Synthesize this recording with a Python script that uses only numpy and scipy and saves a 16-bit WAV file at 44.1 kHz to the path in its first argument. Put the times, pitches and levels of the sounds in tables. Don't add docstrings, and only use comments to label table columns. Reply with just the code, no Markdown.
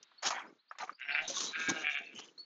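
import sys
import numpy as np
from scipy import signal
from scipy.fft import rfft, irfft, next_fast_len
from scipy.io import wavfile
from scipy.ndimage import map_coordinates

SR = 44100
rng = np.random.default_rng(int(sys.argv[2]) if len(sys.argv) > 2 else 0)


def pcm_store(signal):
    levels = np.round(np.clip(np.atleast_2d(signal), -1, 1) * 32767)
    wavfile.write(sys.argv[1], SR, levels.astype(np.int16).T)


N = 108045
T = np.arange(N) / SR
FFT_SIZE = 2 ** 17


def amp(db):
    return 10 ** (np.asarray(db) / 20)


def unit(x):
    return x / np.sqrt(np.mean(x ** 2) + 1e-20)


def along(points, hz):
    f, v = np.transpose(points)
    return np.interp(np.log(hz + 1), np.log(f + 1), v)


def loudness(rows):
    return amp(np.interp(T, *np.transpose(rows), left=-140, right=-140))


def decay(t, t60):
    return np.exp(-np.log(1000) * t / t60)


def stroke(start, rise, hold, t60):
    attack = np.clip((T - start) / rise, 0, 1)
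    return attack * decay(np.maximum(T - start - rise - hold, 0), t60)


def wobble(rate):
    return map_coordinates(rng.standard_normal(4096), [T * rate + 2], mode="wrap")


def coloured(x, points):
    gain = amp(along(points, np.fft.rfftfreq(FFT_SIZE, 1 / SR)))
    cepstrum = irfft(np.log(gain))
    cepstrum[1:FFT_SIZE // 2] *= 2
    cepstrum[FFT_SIZE // 2 + 1:] = 0
    return irfft(rfft(x, FFT_SIZE) * np.exp(rfft(cepstrum)))[:N]


def patchy(x, depth_db):
    spectrum = signal.stft(x, nperseg=512)[2]
    patch = np.outer(np.hanning(9), np.hanning(6))
    field = signal.fftconvolve(rng.standard_normal(spectrum.shape), patch, "same")
    return signal.istft(spectrum * amp(depth_db * unit(field)), nperseg=512)[1][:N]


PATCHY_DB = 2.5
CLUMP_DB, CLUMP_HZ = 3, 138.8


def grains(colour, rate, spread_db, smooth):
    struck = rng.random(N) < rate / SR
    sign = rng.choice([-1, 1], N)
    size = amp(spread_db * np.minimum(rng.exponential(size=N), np.pi))
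    rub = patchy(unit(struck * sign * size) + smooth * rng.standard_normal(N), PATCHY_DB)
    clumps = amp(CLUMP_DB * np.tanh(wobble(CLUMP_HZ)))
    return unit(coloured(rub * clumps, colour))


# frequency in Hz, t60 in seconds.
HEDGE_DECAY = [(200, 0.13), (2000, 0.18), (7000, 0.15)]


def echo(x, wet_db):
    hz, t, z = signal.stft(rng.standard_normal(SR // 2), SR, nperseg=256)
    t60 = along(HEDGE_DECAY, hz)[:, None]
    tail = signal.istft(z * decay(t, t60), SR, nperseg=256)[1]
    response = np.pad(tail, (SR // 200, 0)) / np.linalg.norm(tail)
    return x + amp(wet_db) * signal.fftconvolve(x, response)[:N]


# frequency in Hz, relative gain in dB.
AIR_COLOUR = [(25, -19), (100, -16), (280, -1.5), (500, -8), (1400, 5.5), (2500, 0), (4200, 5), (5300, -14),
              (7000, -23.5), (8000, -33)]
# time in seconds, level in dB.
AIR_LOUDNESS = [(0, -71), (.2, -70), (.5, -80.5), (.63, -80.5), (.75, -76), (.96, -81.5), (1.2, -59.5),
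                (2.3, -80.5), (2.45, -75)]


def air():
    return loudness(AIR_LOUDNESS) * unit(coloured(rng.standard_normal(N), AIR_COLOUR))


# start in seconds, length in seconds, start pitch in Hz, end pitch in Hz,
# peak level before the echo in dB.
BIRD_CHIRPS = [(0.0, 0.1, 3720, 3820, -70.5), (0.178, 0.023, 4300, 4450, -52),
               (0.464, 0.032, 4500, 5450, -68.5), (0.581, 0.038, 3500, 4540, -68),
               (.678, 0.037, 3900, 5700, -65.5), (0.924, 0.014, 4100, 4930, -58),
               (.945, 0.016, 4150, 5230, -57), (1.013, 0.033, 3750, 3776, -58),
               (1.037, .14, 5690, 5170, -64), (2.058, 0.013, 4250, 4390, -55),
               (2.378, 0.01, 4050, 4450, -44.5), (2.385, 0.038, 4380, 4406, -43),
               (2.42, 0.067, 4400, 4370, -76)]
CHIRP_BEND = .75


def birds():
    out = np.zeros(N)
    for start, length, start_hz, end_hz, db in BIRD_CHIRPS:
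        progress = np.clip((T - start) / length, 0, 1)
        glide = start_hz + (end_hz - start_hz) * progress ** CHIRP_BEND
        hz = glide * (1 + .009 * wobble(400))
        out += amp(db) * np.sin(np.pi * progress) * np.sin(2 * np.pi * np.cumsum(hz) / SR)
    return echo(out, wet_db=-10)


# start in seconds, gain in dB, base frequency in Hz, t60 in seconds.
KNOCK_EVENTS = [(.2485, -23, 756, 0.032), (.307, -23.5, 740, 0.04), (.3255, -20, 924, 0.024),
                (.381, -31.5, 1005, 0.054), (.712, -18, 1266, 0.015), (.7515, -37, 1170, 0.022),
                (.822, -22.5, 1156, 0.035), (.828, -29, 767, 0.076), (.894, -11, 1194, 0.013),
                (1.297, -32, 604, 0.11), (1.366, -31.5, 1114, 0.069), (1.686, -25.5, 296, 0.079),
                (2.173, -44, 130, 0.037)]
# ratio to the base frequency, relative level in dB.
MODES = [(.62, -27.5), (1.002, -3.5), (1.198, -13), (1.85, -22.5)]
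KNOCK_RISE_S = 0.0029


def knocks():
    out = np.zeros(N)
    for start, db, hz, t60 in KNOCK_EVENTS:
        t = np.maximum(T - start, 0)
        ring = 0
        for ratio, level in MODES:
            mode_hz = hz * ratio * (1 + 0.038 * rng.normal())
            ring = ring + amp(level) * np.sin(2 * np.pi * mode_hz * t)
        out += amp(db) * ring * (1 - np.exp(-t / KNOCK_RISE_S)) * decay(t, t60)
    high_pass = signal.butter(2, 150, "high", fs=SR, output="sos")
    return echo(signal.sosfilt(high_pass, out), wet_db=-26)


# start, rise, hold and t60 in seconds, level in dB.
NET_SWISHES = [(1.21, 0.0096, 0.029, 0.35, -61), (1.275, 0.0033, 0.005, .08, -40),
               (1.298, 0.0021, 0.0025, 0.02, -36.5), (1.298, 0.021, 0.013, 0.4, -45.5),
               (1.334, 0.032, .012, 0.32, -37), (1.401, 0.0069, 0.058, 0.081, -43),
               (1.573, 0.022, 0.073, 0.17, -50.5), (1.685, 0.014, 0.0059, 0.041, -32),
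               (1.728, 0.015, 0.081, 0.13, -54.5), (1.893, 0.013, 0.04, 0.066, -56.5),
               (1.976, 0.0069, 0.007, 0.069, -62), (2.239, 0.0093, 0.0075, 0.18, -61)]
# frequency in Hz, relative gain in dB.
NET_COLOUR = [(25, -45.5), (110, -25), (200, -5), (600, -14.5), (1100, -2.5), (1400, -10), (2600, -11.5),
              (3200, -2), (3900, 2.5), (4700, -2), (5500, 0), (6200, 4.5), (6900, -0.5), (7600, -21),
              (8200, -31.5)]
# start, rise, hold and t60 in seconds, centre in Hz, level in dB.
MESH_RASPS = [(0.331, 0.016, 0.048, 0.11, 3250, -55), (0.803, 0.0058, 0.0068, 0.049, 4050, -48),
              (1.107, .015, .02, .12, 4340, -51), (1.112, 0.012, 0.03, 0.1, 3650, -61.5),
              (1.121, 0.012, 0.021, .15, 4670, -58.5), (1.204, 0.035, 0.029, 0.18, 3840, -45.5),
              (1.466, 0.017, 0.034, 0.18, 3930, -47.5), (1.544, 0.0044, .01, 0.055, 2300, -41.5),
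              (1.582, 0.0094, 0.033, 0.19, 2570, -44.5), (1.745, 0.027, 0.053, .2, 2840, -49.5),
              (1.831, 0.0072, 0.022, .06, 2260, -39.5), (1.904, .008, 0.019, 0.47, 3610, -50.5),
              (2.009, .015, 0.044, 0.22, 2640, -52), (2.147, 0.0048, 0.0078, 0.16, 6420, -54),
              (2.137, 0.052, 0.0082, 0.073, 3030, -46), (2.207, 0.023, 0.017, 0.05, 3110, -53),
              (2.282, 0.0058, 0.0034, 0.043, 3000, -59)]
# ratio to the centre frequency, relative gain in dB.
RASP_BAND = [(.5, -35), (.8, -12.5), (.95, -7), (1, 3.5), (1.04, -8.5), (1.16, -22.5), (1.6, -65)]


def netting():
    drag = sum(amp(db) * stroke(*shape) for *shape, db in NET_SWISHES)
    out = drag * grains(NET_COLOUR, rate=4100, spread_db=7, smooth=0.78)
    flat = [(1000, 0)]
    rub = rfft(grains(flat, rate=500, spread_db=2, smooth=.6), FFT_SIZE)
    grid = np.fft.rfftfreq(FFT_SIZE, 1 / SR)
    for *shape, hz, db in MESH_RASPS:
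        band = irfft(rub * amp(along(RASP_BAND, grid / hz)))[:N]
        out += amp(db) * stroke(*shape) * unit(band)
    return out


# start, rise, hold and t60 in seconds,
# then levels of grit, body and thud in dB.
GROUND_SCUFFS = [(0.0, 0.0019, 0.014, 0.16, -103, -107, -72), (.028, 0.001, 0.0014, 0.032, -56, -97, -95),
                 (0.114, 0.0018, 0.0026, 0.053, -99, -63, -95),
                 (0.222, 0.012, 0.007, 0.3, -42.5, -40.5, -68),
                 (0.25, 0.0024, .034, 0.044, -34.5, -40.5, -53.5),
                 (0.305, 0.00059, 0.0033, 0.086, -37.5, -35, -54.5),
                 (0.314, 0.01, 0.073, 0.19, -69, -43, -69.5), (0.405, 0.031, 0.027, 0.23, -96, -63, -59.5),
                 (0.481, 0.0098, 0.083, 0.068, -86.5, -98.5, -69),
                 (0.71, 0.003, 0.0044, 0.065, -73.5, -48, -93),
                 (0.755, .002, 0.0021, 0.12, -91, -62.5, -87),
                 (0.785, 0.0013, 0.0036, 0.062, -48.5, -43.5, -80),
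                 (0.835, 0.0024, 0.014, 0.02, -56.5, -71, -53),
                 (.799, 0.0042, 0.023, 0.16, -57, -44, -68.5), (.874, 0.0037, 0.025, 0.071, -72, -52, -69),
                 (0.907, 0.0017, 0.016, 0.056, -82, -62, -60.5), (0.996, .002, .002, 0.026, -60, -92, -93),
                 (1.032, .06, 0.27, 0.51, -83, -64, -67.5), (1.286, 0.0039, 0.0039, 0.19, -42, -67, -52),
                 (1.401, 0.005, 0.028, 0.17, -42, -75, -49), (1.474, .01, 0.037, 0.036, -56, -58, -62.5),
                 (1.556, 0.038, 0.15, 0.24, -82.5, -62.5, -56.5),
                 (1.684, 0.0036, 0.0078, 0.075, -51, -41, -36.5),
                 (1.71, .003, .008, 0.12, -55.5, -63, -44.5), (1.801, 0.017, 0.013, 0.097, -70, -73, -55.5),
                 (1.979, 0.012, 0.031, 0.9, -71, -81.5, -64), (2.12, 0.015, 0.017, 0.66, -83, -71, -59.5),
                 (2.184, 0.0081, 0.0054, 0.053, -47.5, -51.5, -80),
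                 (2.218, 0.007, 0.032, 0.17, -67.5, -67, -86), (2.28, 0.01, 0.033, 0.45, -88, -89, -79.5),
                 (2.376, .003, 0.0031, 0.17, -74, -73, -78.5)]
# frequency in Hz, relative gain in dB.
GRIT_COLOUR = [(1500, -21.5), (2600, 0), (3500, 0), (5000, 2.5), (6400, 5.5), (7100, 0), (7700, -28.5),
               (8200, -21)]
# frequency in Hz, relative gain in dB.
BODY_COLOUR = [(200, -59), (500, -8.5), (760, 3.5), (1200, 4.5), (1700, 1.5), (2400, -2.5), (3200, -16.5),
               (4500, -34), (7000, -38.5)]
# frequency in Hz, relative gain in dB.
THUD_COLOUR = [(25, -43), (90, -31.5), (150, -11.5), (215, -2), (330, -0.5), (480, -4.5), (800, -20),
               (2000, -59.5)]
GRIT_SPREAD_DB, SOIL_SPREAD_DB = 3, 2


def scuffs():
    layers = sum(amp(np.array(row[4:]))[:, None] * stroke(*row[:4]) for row in GROUND_SCUFFS)
    grit, body, thud = layers
    return (grit * grains(GRIT_COLOUR, rate=1700, spread_db=GRIT_SPREAD_DB, smooth=0.6)
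            + body * grains(BODY_COLOUR, rate=900, spread_db=SOIL_SPREAD_DB, smooth=0.71)
            + thud * grains(THUD_COLOUR, rate=600, spread_db=SOIL_SPREAD_DB, smooth=0.33))


NEAR_DB, NEAR_T60_S = -2.5, 0.016


def scattered(x):
    t = T[:SR // 25]
    cluster = rng.standard_normal(len(t)) * decay(t, NEAR_T60_S)
    return x + amp(NEAR_DB) * signal.fftconvolve(x, cluster / np.linalg.norm(cluster))[:N]


def fold_pulses(cycles, scatter_db):
    at = np.interp(np.arange(1, int(cycles[-1])), cycles, np.arange(N))
    taps = at.astype(int)[:, None] + np.arange(-7, 9)
    offset = taps - at[:, None]
    size = amp(scatter_db * rng.standard_normal(1024)[:len(at), None])
    kernel = size * np.sinc(offset) * np.sinc(offset / 8)
    return np.bincount(np.clip(taps, 0, N - 1).ravel(), kernel.ravel(), N)


SPLIT_HZ = 1020


def bleat(level, low_level, pitch, throat, jitter, rough, scatter_db, wet_db):
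    hz = np.interp(T, *np.transpose(pitch)) * (1 + jitter * wobble(110))
    cycles = np.cumsum(hz) / SR
    pulses = fold_pulses(cycles, scatter_db)
    puffs = rng.standard_normal(N) * np.exp(-3 * (cycles % 1))
    source = np.sqrt(1 - rough) * unit(pulses) + np.sqrt(rough) * unit(puffs)
    voice = coloured(scattered(source), throat)
    low_pass = signal.butter(8, SPLIT_HZ, fs=SR, output="sos")
    low = signal.sosfiltfilt(low_pass, voice)
    high = voice - low
    return echo(unit(high) * loudness(level) + unit(low) * loudness(low_level), wet_db)


# time in seconds, level in dB.
HIGH_LEVEL_1 = [(.98, -69), (1.008, -46.5), (1.024, -42.5), (1.074, -56), (1.086, -36), (1.124, -37.5),
                (1.138, -57.5), (1.149, -28.5), (1.17, -38.5), (1.182, -32), (1.202, -36.5), (1.225, -68),
                (1.27, -78.5)]
HIGH_LEVEL_2 = [(1.52, -54), (1.546, -42), (1.556, -34), (1.57, -48), (1.605, -40), (1.613, -38),
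                (1.63, -43.5), (1.69, -41.5), (1.718, -52.5), (1.73, -40), (1.745, -47), (1.772, -45),
                (1.79, -60.5), (1.825, -43), (1.85, -58.5)]
HIGH_LEVEL_3 = [(1.822, -50), (1.85, -39), (1.878, -33), (1.932, -45), (1.974, -34), (1.99, -42),
                (2.03, -57.5), (2.07, -71), (2.14, -56)]
# time in seconds, level in dB.
LOW_LEVEL_1 = [(1.0, -76), (1.025, -79.5), (1.075, -65), (1.11, -56), (1.135, -50), (1.18, -57),
               (1.21, -49), (1.25, -52.5), (1.275, -88.5)]
LOW_LEVEL_2 = [(1.549, -68.5), (1.58, -60), (1.671, -76), (1.73, -57.5), (1.77, -48), (1.83, -58.5),
               (1.86, -67)]
LOW_LEVEL_3 = [(1.83, -57), (1.86, -55), (1.93, -59.5), (1.97, -61.5), (2.02, -54.5), (2.045, -84.5),
               (2.12, -77)]
# time in seconds, pitch in Hz.
FOLD_PITCH_1 = [(.98, 121.9), (1.031, 133.6), (1.089, 143.1), (1.15, 148.6), (1.2, 153.3), (1.262, 163.5)]
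FOLD_PITCH_2 = [(1.52, 155.8), (1.578, 161.1), (1.681, 162.1), (1.759, 159.2), (1.841, 152.5)]
FOLD_PITCH_3 = [(1.822, 146.4), (1.882, 151.3), (1.92, 141.1), (1.964, 144.9), (2.018, 138.5),
                (2.14, 134.6)]
# frequency in Hz, relative gain in dB.
RESONANCES_1 = [(150, -42), (300, -35), (520, -38), (620, -22.5), (700, -14), (830, -16), (880, -20),
                (970, -32.5), (1300, -11), (1680, -3), (1850, -4.5), (2100, 0), (2750, -6), (3050, -20.5),
                (3800, -31.5), (4300, -37), (5300, -35.5), (6500, -63)]
RESONANCES_2 = [(60, -62.5), (150, -42), (300, -18.5), (520, -29), (780, -8), (980, -30), (1280, -12),
                (1450, -8), (1620, 2), (1750, -11), (1950, -19.5), (2280, -0.5), (2650, -15.5),
                (3000, -16.5), (3700, -14.5), (5000, -33.5), (6500, -61)]
RESONANCES_3 = [(150, -36), (300, -25.5), (520, -23.5), (760, -11), (950, -44), (1250, -11.5), (1550, -3.5),
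                (1680, 1.5), (1900, -12.5), (2380, 6.5), (2800, 0.5), (3050, -5), (3700, -22),
                (4500, -36.5), (6500, -85.5)]


def sheep():
    hoarse = bleat(HIGH_LEVEL_1, LOW_LEVEL_1, FOLD_PITCH_1, RESONANCES_1,
                   jitter=.022, rough=.36, scatter_db=2.5, wet_db=-4.5)
    steadier = bleat(HIGH_LEVEL_2, LOW_LEVEL_2, FOLD_PITCH_2, RESONANCES_2,
                     jitter=.004, rough=.2, scatter_db=3, wet_db=1)
    rattling = bleat(HIGH_LEVEL_3, LOW_LEVEL_3, FOLD_PITCH_3, RESONANCES_3,
                     jitter=.012, rough=.2, scatter_db=3, wet_db=-7)
    return hoarse + steadier + rattling


def scene():
    return (sheep() + scuffs() + netting() + knocks() + birds() + air())[None]


TOP_HZ = 8080


def record(dry):
    m = next_fast_len(N + SR // 2)
    hz = np.fft.rfftfreq(m, 1 / SR)
    gain = np.clip((TOP_HZ - hz) / 500 + .5, 0, 1) ** 2
    return irfft(rfft(dry, m) * gain, m)[..., :N]


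dry = scene()
out = record(dry)
pcm_store(out)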